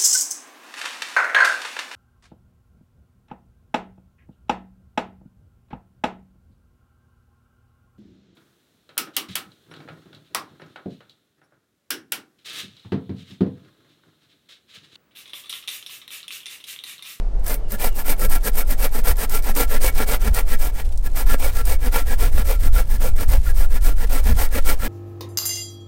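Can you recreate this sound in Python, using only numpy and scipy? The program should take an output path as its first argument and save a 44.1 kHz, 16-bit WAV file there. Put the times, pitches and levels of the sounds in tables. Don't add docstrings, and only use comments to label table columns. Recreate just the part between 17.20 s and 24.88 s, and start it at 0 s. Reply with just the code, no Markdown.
import sys
import numpy as np
from scipy import signal
from scipy.fft import rfft, irfft, next_fast_len
from scipy.io import wavfile
from scipy.ndimage import map_coordinates

SR = 44100
rng = np.random.default_rng(int(sys.argv[2]) if len(sys.argv) > 2 else 0)


def waveform_to_disk(signal):
    frames = np.transpose(np.atleast_2d(signal))
    scaled = np.clip(frames, -1, 1) * 32767
    samples = np.round(scaled).astype(np.int16)
    wavfile.write(sys.argv[1], SR, samples)


N = 338688
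TIME = np.arange(N) / SR
FREQ = np.maximum(np.fft.rfftfreq(next_fast_len(N + 8192), 1 / SR), 1)
SIZE = 2 * (len(FREQ) - 1)
CATCH_S = 0.022

# (start [s], length [s], force [dB], growl relative to force [dB])
PULL_STROKES = [(0.217, 0.16, -34.5, -4), (0.569, 0.138, -29, 3), (0.832, 0.124, -27.5, -2.5),
                (1.071, 0.12, -29.5, -5), (1.324, 0.12, -28, -22), (1.563, 0.133, -28.5, 0),
                (1.822, 0.122, -26.2, -5), (2.075, 0.141, -28.5, 1), (2.331, 0.134, -24.5, -6),
                (2.594, 0.12, -25, -1), (2.851, 0.134, -26, -4), (3.12, 0.116, -28.5, -15),
                (3.366, 0.154, -31.0, -9), (3.935, 0.12, -29.5, -5), (4.17, 0.164, -29.5, -5),
                (4.432, 0.148, -29.5, 1), (4.697, 0.145, -28, 1.5), (4.96, 0.155, -30, 0.5),
                (5.224, 0.157, -31.5, 2), (5.51, 0.135, -31.8, -3), (5.782, 0.14, -31, 0),
                (6.06, 0.139, -32, -6), (6.326, 0.155, -33.5, -6), (6.596, 0.155, -31.5, -6),
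                (6.873, 0.159, -30.5, 3), (7.142, 0.15, -28.5, -6), (7.426, 0.14, -27, -2)]
# (start [s], length [s], force [dB], growl relative to force [dB])
PUSH_STROKES = [(0.48, 0.094, -37, 11.5), (0.731, 0.11, -34.5, -10), (0.964, 0.12, -30, 2.5),
                (1.211, 0.1, -28.5, -1), (1.45, 0.11, -31.5, -11), (1.698, 0.12, -31.5, 2.5),
                (1.954, 0.115, -27, -5), (2.204, 0.13, -29.5, -2.5), (2.463, 0.13, -29, -4.5),
                (2.72, 0.14, -27.5, 1.5), (2.98, 0.13, -31.5, 5), (3.248, 0.12, -30.5, 1),
                (3.512, 0.125, -38, 0), (3.819, 0.069, -36.5, -17), (4.042, 0.13, -29.5, 0.5),
                (4.31, 0.12, -31.5, -8), (4.583, 0.12, -32.5, 5.5), (4.841, 0.12, -32.5, 2.5),
                (5.095, 0.146, -33.5, 2.5), (5.379, 0.12, -33.5, -3.5), (5.654, 0.13, -35, 2),
                (5.939, 0.119, -32.5, -2.5), (6.212, 0.12, -35.5, 1.5), (6.476, 0.12, -34, -9),
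                (6.744, 0.12, -35, -2), (7.013, 0.132, -29.5, 6), (7.292, 0.12, -28.5, 1),
                (7.569, 0.13, -31, 0)]
# (frequency [Hz], width [Hz], relative level [dB])
BLADE_MODES = [(8580, 220, -2.5), (9950, 270, 0), (11000, 420, -3), (12000, 370, 2.5), (13500, 154, 9.5),
               (12900, 220, -8)]
# (frequency [Hz], relative level [dB])
TEAR_OUTLINE = [(200, -58), (1000, 0), (2500, -27.5), (3500, -4.5), (5000, 1.5), (7000, 0), (9000, 6),
                (12000, -11), (16000, 4)]


def undb(db):
    return 10 ** (np.asarray(db) / 20)


def unit(x):
    return x / np.sqrt(np.mean(np.abs(x) ** 2))


def noise():
    return rng.standard_normal(N)


def walk(rate):
    return unit(np.interp(TIME * rate, np.arange(N // 16), rng.standard_normal(N // 16)))


def curve(rows):
    return np.interp(TIME, *np.transpose(rows))


def filtered(x, response):
    return irfft(rfft(x, SIZE) * response, SIZE)[:N]


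def colour(x, points):
    hz, db = np.transpose(points)
    outline_db = np.interp(np.log(FREQ), np.log(hz), db)
    return filtered(x, unit(undb(outline_db)))


def resonance(hz, width, db):
    return undb(db) / (1 + 1j * (FREQ - hz * hz / FREQ) / width)


def ring(x, modes):
    return filtered(x, unit(sum(resonance(*mode) for mode in modes)))


def die_away(blows, decay_s):
    return signal.lfilter([1], [1, -np.exp(-1 / (decay_s * SR))], blows)


def bursts(events, decay_s):
    s, db = np.transpose(events)
    blows = np.bincount((s * SR).astype(int), undb(db), N)
    return die_away(blows, decay_s)


def swing(t, start, crest, end):
    return np.maximum(np.sin(np.pi * np.interp(t, [start, crest, end], [0, .5, 1])), 0)


def distance(waver_db=1):
    # (frequency [Hz], relative level [dB])
    roar_outline = [(60, -25), (130, 1.5), (250, -8), (400, -5), (750, -8.5), (1100, -18), (2000, -26.5),
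                    (3000, -31.5), (5000, -33.5), (10000, -42), (16000, -74)]
    # (time [s], level [dB])
    roar_level = [(0, -42.5), (3, -42.5), (3.8, -46), (6, -47.5), (7.68, -46.5)]
    return colour(noise(), roar_outline) * undb(curve(roar_level) + waver_db * walk(10))


def bird():
    # (start [s], end [s], first pitch [Hz], last pitch [Hz], level before flutter [dB])
    whistles = [(.41, 0.61, 3000, 2500, -60), (.68, 0.865, 2960, 2520, -53)]
    blur_hz, flutter_db = 35, 3
    out = 0
    for start, end, from_hz, to_hz, db in whistles:
        pitch_hz = curve([(start, from_hz), (end, to_hz)]) + blur_hz * walk(200)
        tone = np.sin(2 * np.pi * np.cumsum(pitch_hz) / SR)
        swell = swing(TIME, start, (start + end) / 2, end)
        out = out + undb(db + flutter_db * walk(59.6)) * swell * tone
    return out


def wind(buffet_db=0.5):
    # (time [s], relative level [dB])
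    breeze = [(0, -52), (.8, -45.5), (1.6, -43), (2.5, -32.5), (3.4, -32.5), (4.3, -26.5), (5.6, -20.5),
              (6.4, -23.5), (7.68, -28.5)]
    # (peak time [s], relative level [dB])
    gusts = [(.23, -30), (1.11, -24.5), (1.902, -23), (3.1, -14), (5.05, -21.5), (5.55, -15.5),
             (6.159, -18), (6.45, -27), (7.12, -13)]
    # (frequency [Hz], relative level [dB])
    rumble_outline = [(5, -10.5), (12, 14.5), (22, 1.5), (34, 1.5), (48, -11), (62, -31.5), (100, -21.5),
                      (200, -93)]
    # (frequency [Hz], relative level [dB])
    buffet_outline = [(30, -50), (48, 2.5), (60, 1.5), (80, -13.5), (110, -26), (150, -29.5), (250, -42),
                      (600, -70)]
    gust_rise_s, gust_fall_s = 0.044, 0.048
    lurch_db, lurches_per_s = 1.5, 12
    rumble_db, usual_wind_db, rumble_growth = -9.5, -27, 0.3
    ceiling = .76

    strength = undb(curve(breeze))
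    for peak, db in gusts:
        age = TIME - peak
        spread_s = np.where(age < 0, gust_rise_s, gust_fall_s)
        strength = strength + undb(db) * np.exp(-(age / spread_s) ** 2)
    strength = strength * undb(lurch_db * walk(lurches_per_s))
    rumble_gain = undb(rumble_db) * (strength / undb(usual_wind_db)) ** rumble_growth
    slow = rumble_gain * colour(noise(), rumble_outline)
    fast = undb(buffet_db) * strength * colour(noise(), buffet_outline)
    return ceiling * np.tanh((slow + fast) / ceiling)


def trees(x, echo_db=-24, dull_hz=5000):
    t60_s = .28
    tail = noise() * np.exp(-np.log(1000) * TIME / t60_s) * (TIME > .012)
    tail = filtered(tail / np.sqrt(np.sum(tail ** 2)), 1 / (1 + 1j * FREQ / dull_hz))
    return undb(echo_db) * signal.fftconvolve(x, tail)[:N]


def crumbs(db, decay_s=0.003):
    per_second, scatter_db = 450, 4
    begun = TIME > PUSH_STROKES[0][0]
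    ticks = (rng.random(N) < per_second / SR) * undb(scatter_db * noise()) * begun
    crackle = die_away(ticks, decay_s) * noise()
    return undb(db) * ring(crackle, [(3000, 5000, 6.5), (7700, 3500, 2.5)])


def jolts(limb, db=-5):
    # (time [s], relative level [dB])
    jams = [(2.803, -7), (4.135, -29), (4.144, -7), (4.922, -27)]
    push_s = .0003
    return undb(db) * ring(bursts(jams, push_s), limb)


def snags(blade_db=-2, tear_db=-8):
    # (time [s], relative level [dB], blade ring relative to it [dB])
    single_snags = [(.1955, -39, -22), (.2642, -17, -7.5), (.2797, -17.5, -1), (.298, -17, -16),
                    (.342, -23, 1.5), (.52, -28, 8), (1.098, -24, -3), (1.5095, -19.5, 0.5),
                    (1.9692, -25, -6), (2.0959, -18, -8), (2.2248, -26, -8), (2.3523, -16, -16),
                    (3.015, -20, -25), (3.1464, -13, -10), (3.3955, -27, -14), (3.7255, -31, -29),
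                    (3.7758, -23.5, -25), (3.9555, -27, -12), (4.4537, -18.5, -9), (6.1207, -16, -7)]
    decay_s, tail_s, tail_db = .0011, .014, -10
    catch_db, catch_ring_db, scatter_db = -7, -14, 2.5

    ticks = list(single_snags)
    for start, _, force_db, _ in PULL_STROKES:
        luck_db = scatter_db * rng.standard_normal()
        ticks.append((start + CATCH_S, force_db + catch_db + luck_db, catch_ring_db))

    def snap(events):
        return (bursts(events, decay_s) + undb(tail_db) * bursts(events, tail_s)) * noise()

    fibres = snap([(s, db) for s, db, _ in ticks])
    steel = snap([(s, db + ring_db) for s, db, ring_db in ticks])
    return undb(blade_db) * ring(steel, BLADE_MODES) + undb(tear_db) * colour(fibres, TEAR_OUTLINE)


def break_free(age, stick_s, skid_db=-20):
    drag_db, release_s, skid_s = -3, .012, .015
    loose = np.clip((age - stick_s) / release_s + .5, 0, 1)
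    gate = undb(drag_db * (1 - loose))
    skid = loose * undb(skid_db) * np.exp(-np.abs(age - stick_s) / skid_s)
    return gate, skid


def arm(strokes, style, wood_peakiness, rattle=0.07, coast=.6, dig=2.6):
    bite_lag_s = .008
    usual_stroke_s = .13
    rate, rasp, bite, growl = np.zeros((4, N))
    when, *habits = np.transpose(style)
    for start, length, force_db, growl_db in strokes:
        share, pointed, tooth_hz, hiss_db = (np.interp(start, when, habit) for habit in habits)
        end = start + length
        fastest = start + length * np.clip(share, .1, .85)
        on = slice(int(start * SR), int(end * SR))
        speed = swing(TIME[on], start, fastest, end)
        press = swing(TIME[on], start, min(fastest + bite_lag_s, end), end)
        gate, skid = break_free(TIME[on] - start, CATCH_S)
        rate[on] = tooth_hz * usual_stroke_s / length * press ** coast
        rasp[on] += undb(force_db + hiss_db / 2) * (gate * speed ** pointed + skid)
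        wood_db = force_db - hiss_db / 2 + rattle * growl_db
        bite[on] += undb(wood_db) * press ** (pointed * wood_peakiness)
        growl[on] += undb(force_db + growl_db) * press ** (pointed + dig)
    return rate, rasp, bite, growl


def teeth(phase, scatter_db=3.0, fade=1.0, rub=1.0, fibre_db=3):
    tooth_strength = undb(scatter_db * noise())[phase.astype(int) % N]
    grip = tooth_strength * np.exp(-(phase % 1) / fade)
    return unit((rub + grip) * noise() * undb(fibre_db * noise()))


def shake(x, modes, shift_db=3, pivot_hz=850):
    # (time [s], tilt [dB per octave])
    contact_tilt = [(0, -0.8), (1.8, -1.2), (2.55, -0.5), (3.3, 0.7), (3.9, -2.9), (4.2, -0.5), (5.3, -0.9),
                    (6.8, -1.5), (7.68, 0)]
    responses = [resonance(*mode) for mode in modes]
    hardness = curve(contact_tilt)
    spectrum = 0
    for (hz, _, _), response in zip(modes, responses):
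        caught_db = shift_db * walk(22) + hardness * np.log2(hz / pivot_hz)
        spectrum = spectrum + rfft(x * undb(caught_db), SIZE) * response
    return irfft(spectrum, SIZE)[:N] / np.sqrt(np.mean(np.abs(sum(responses)) ** 2))


def waver(x, lag_s=0.000593):
    return map_coordinates(x, [(TIME + lag_s * walk(14)) * SR], order=3)


def saw(motion, limb, wood_db, growl_db, blade_db, tear_db, uneven_db, overtone, stumble=.09, buried=0.25):
    # (time [s], level [dB])
    muffling = [(0, -1), (1, 0), (2.6, -4), (3.3, -4), (7.68, -5.5)]
    rate, rasp, bite, growl = motion
    phase = np.cumsum(rate * np.exp(stumble * walk(250))) / SR
    grain = undb(uneven_db * walk(110))
    cut = teeth(phase) * grain
    bumps = np.sin(2 * np.pi * phase)
    bumps += overtone * np.sin(4 * np.pi * phase)
    bumps += overtone ** 2 * np.sin(6 * np.pi * phase)
    drive = undb(wood_db) * cut * bite + undb(growl_db) * bumps * growl * grain
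    wood = shake(drive, limb)
    free = undb(curve(muffling))
    blade = undb(blade_db) * ring(cut * rasp * free, BLADE_MODES)
    hiss = teeth(phase) * grain * rasp * free ** buried
    tear = undb(tear_db) * colour(hiss, TEAR_OUTLINE)
    return waver(wood + blade) + tear


def scene():
    # (frequency [Hz], width [Hz], relative level on the pull [dB], relative level on the push [dB])
    limb_modes = [(228.7, 15.3, -56, -1), (276.5, 85, -3, 1.5), (470.5, 61, -3.5, 4.5), (549, 62, -2.5, -1),
                  (701, 44, -6, -8), (824, 283, -7.5, -1), (1200, 230, -15.5, -9), (1358, 31.4, 1.5, 6.5),
                  (1627, 35, -12.5, -11), (1663, 66, -8, 4.5), (1870, 37, -8, 0), (1997, 58, -9.5, -10),
                  (2248, 35, -2, -1.5), (2690, 110, -21, -33), (3010, 67, -20, -15)]
    # (time [s], share of the stroke gone when fastest [0-1],
    # pointedness of the swell [exponent], top tooth rate in a 0.13 s stroke [Hz], hiss against wood [dB])
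    pull_style = [(1.1, 0.62, 1.86, 255.6, -1.5), (1.5, 0.58, 2.36, 469, -1.5),
                  (2.699, 0.55, 1.56, 481.3, 1), (3.1, .46, 1.92, 537.5, -1.5), (7.4, 0.49, 2.07, 557, 0)]
    # (time [s], share gone when fastest [0-1], pointedness [exponent],
    # top tooth rate in a 0.13 s stroke [Hz], hiss against wood [dB])
    push_style = [(0.501, .6, 1.7, 148, 1), (1.201, 0.66, 2.18, 205, 1.2), (3, .68, 1.7, 229.9, -2.04),
                  (5.6, .67, 1.58, 229.9, 1.2), (7.6, .67, 1.77, 231.6, -1.5)]
    pull_modes = [(hz, width, db) for hz, width, db, _ in limb_modes]
    push_modes = [(hz, width, db) for hz, width, _, db in limb_modes]
    background = distance() + bird() + wind()
    pulling = arm(PULL_STROKES, pull_style, wood_peakiness=0.95)
    pushing = arm(PUSH_STROKES, push_style, wood_peakiness=1.14)
    pulls = saw(pulling, pull_modes, wood_db=0.5, growl_db=-16.5, blade_db=3.5, tear_db=2,
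                uneven_db=1.5, overtone=.5)
    pushes = saw(pushing, push_modes, wood_db=0.5, growl_db=-15.0, blade_db=1, tear_db=0,
                 uneven_db=1.5, overtone=0.69)
    work = pulls + pushes + snags() + jolts(pull_modes) + crumbs(db=-56.5)
    return (background + work + trees(work))[None]


def record(dry):
    top_hz = 15800
    low_pass = signal.ellip(10, .2, 80, top_hz, fs=SR, output="sos")
    return signal.sosfilt(low_pass, dry)


dry = scene()
out = record(dry)
waveform_to_disk(out)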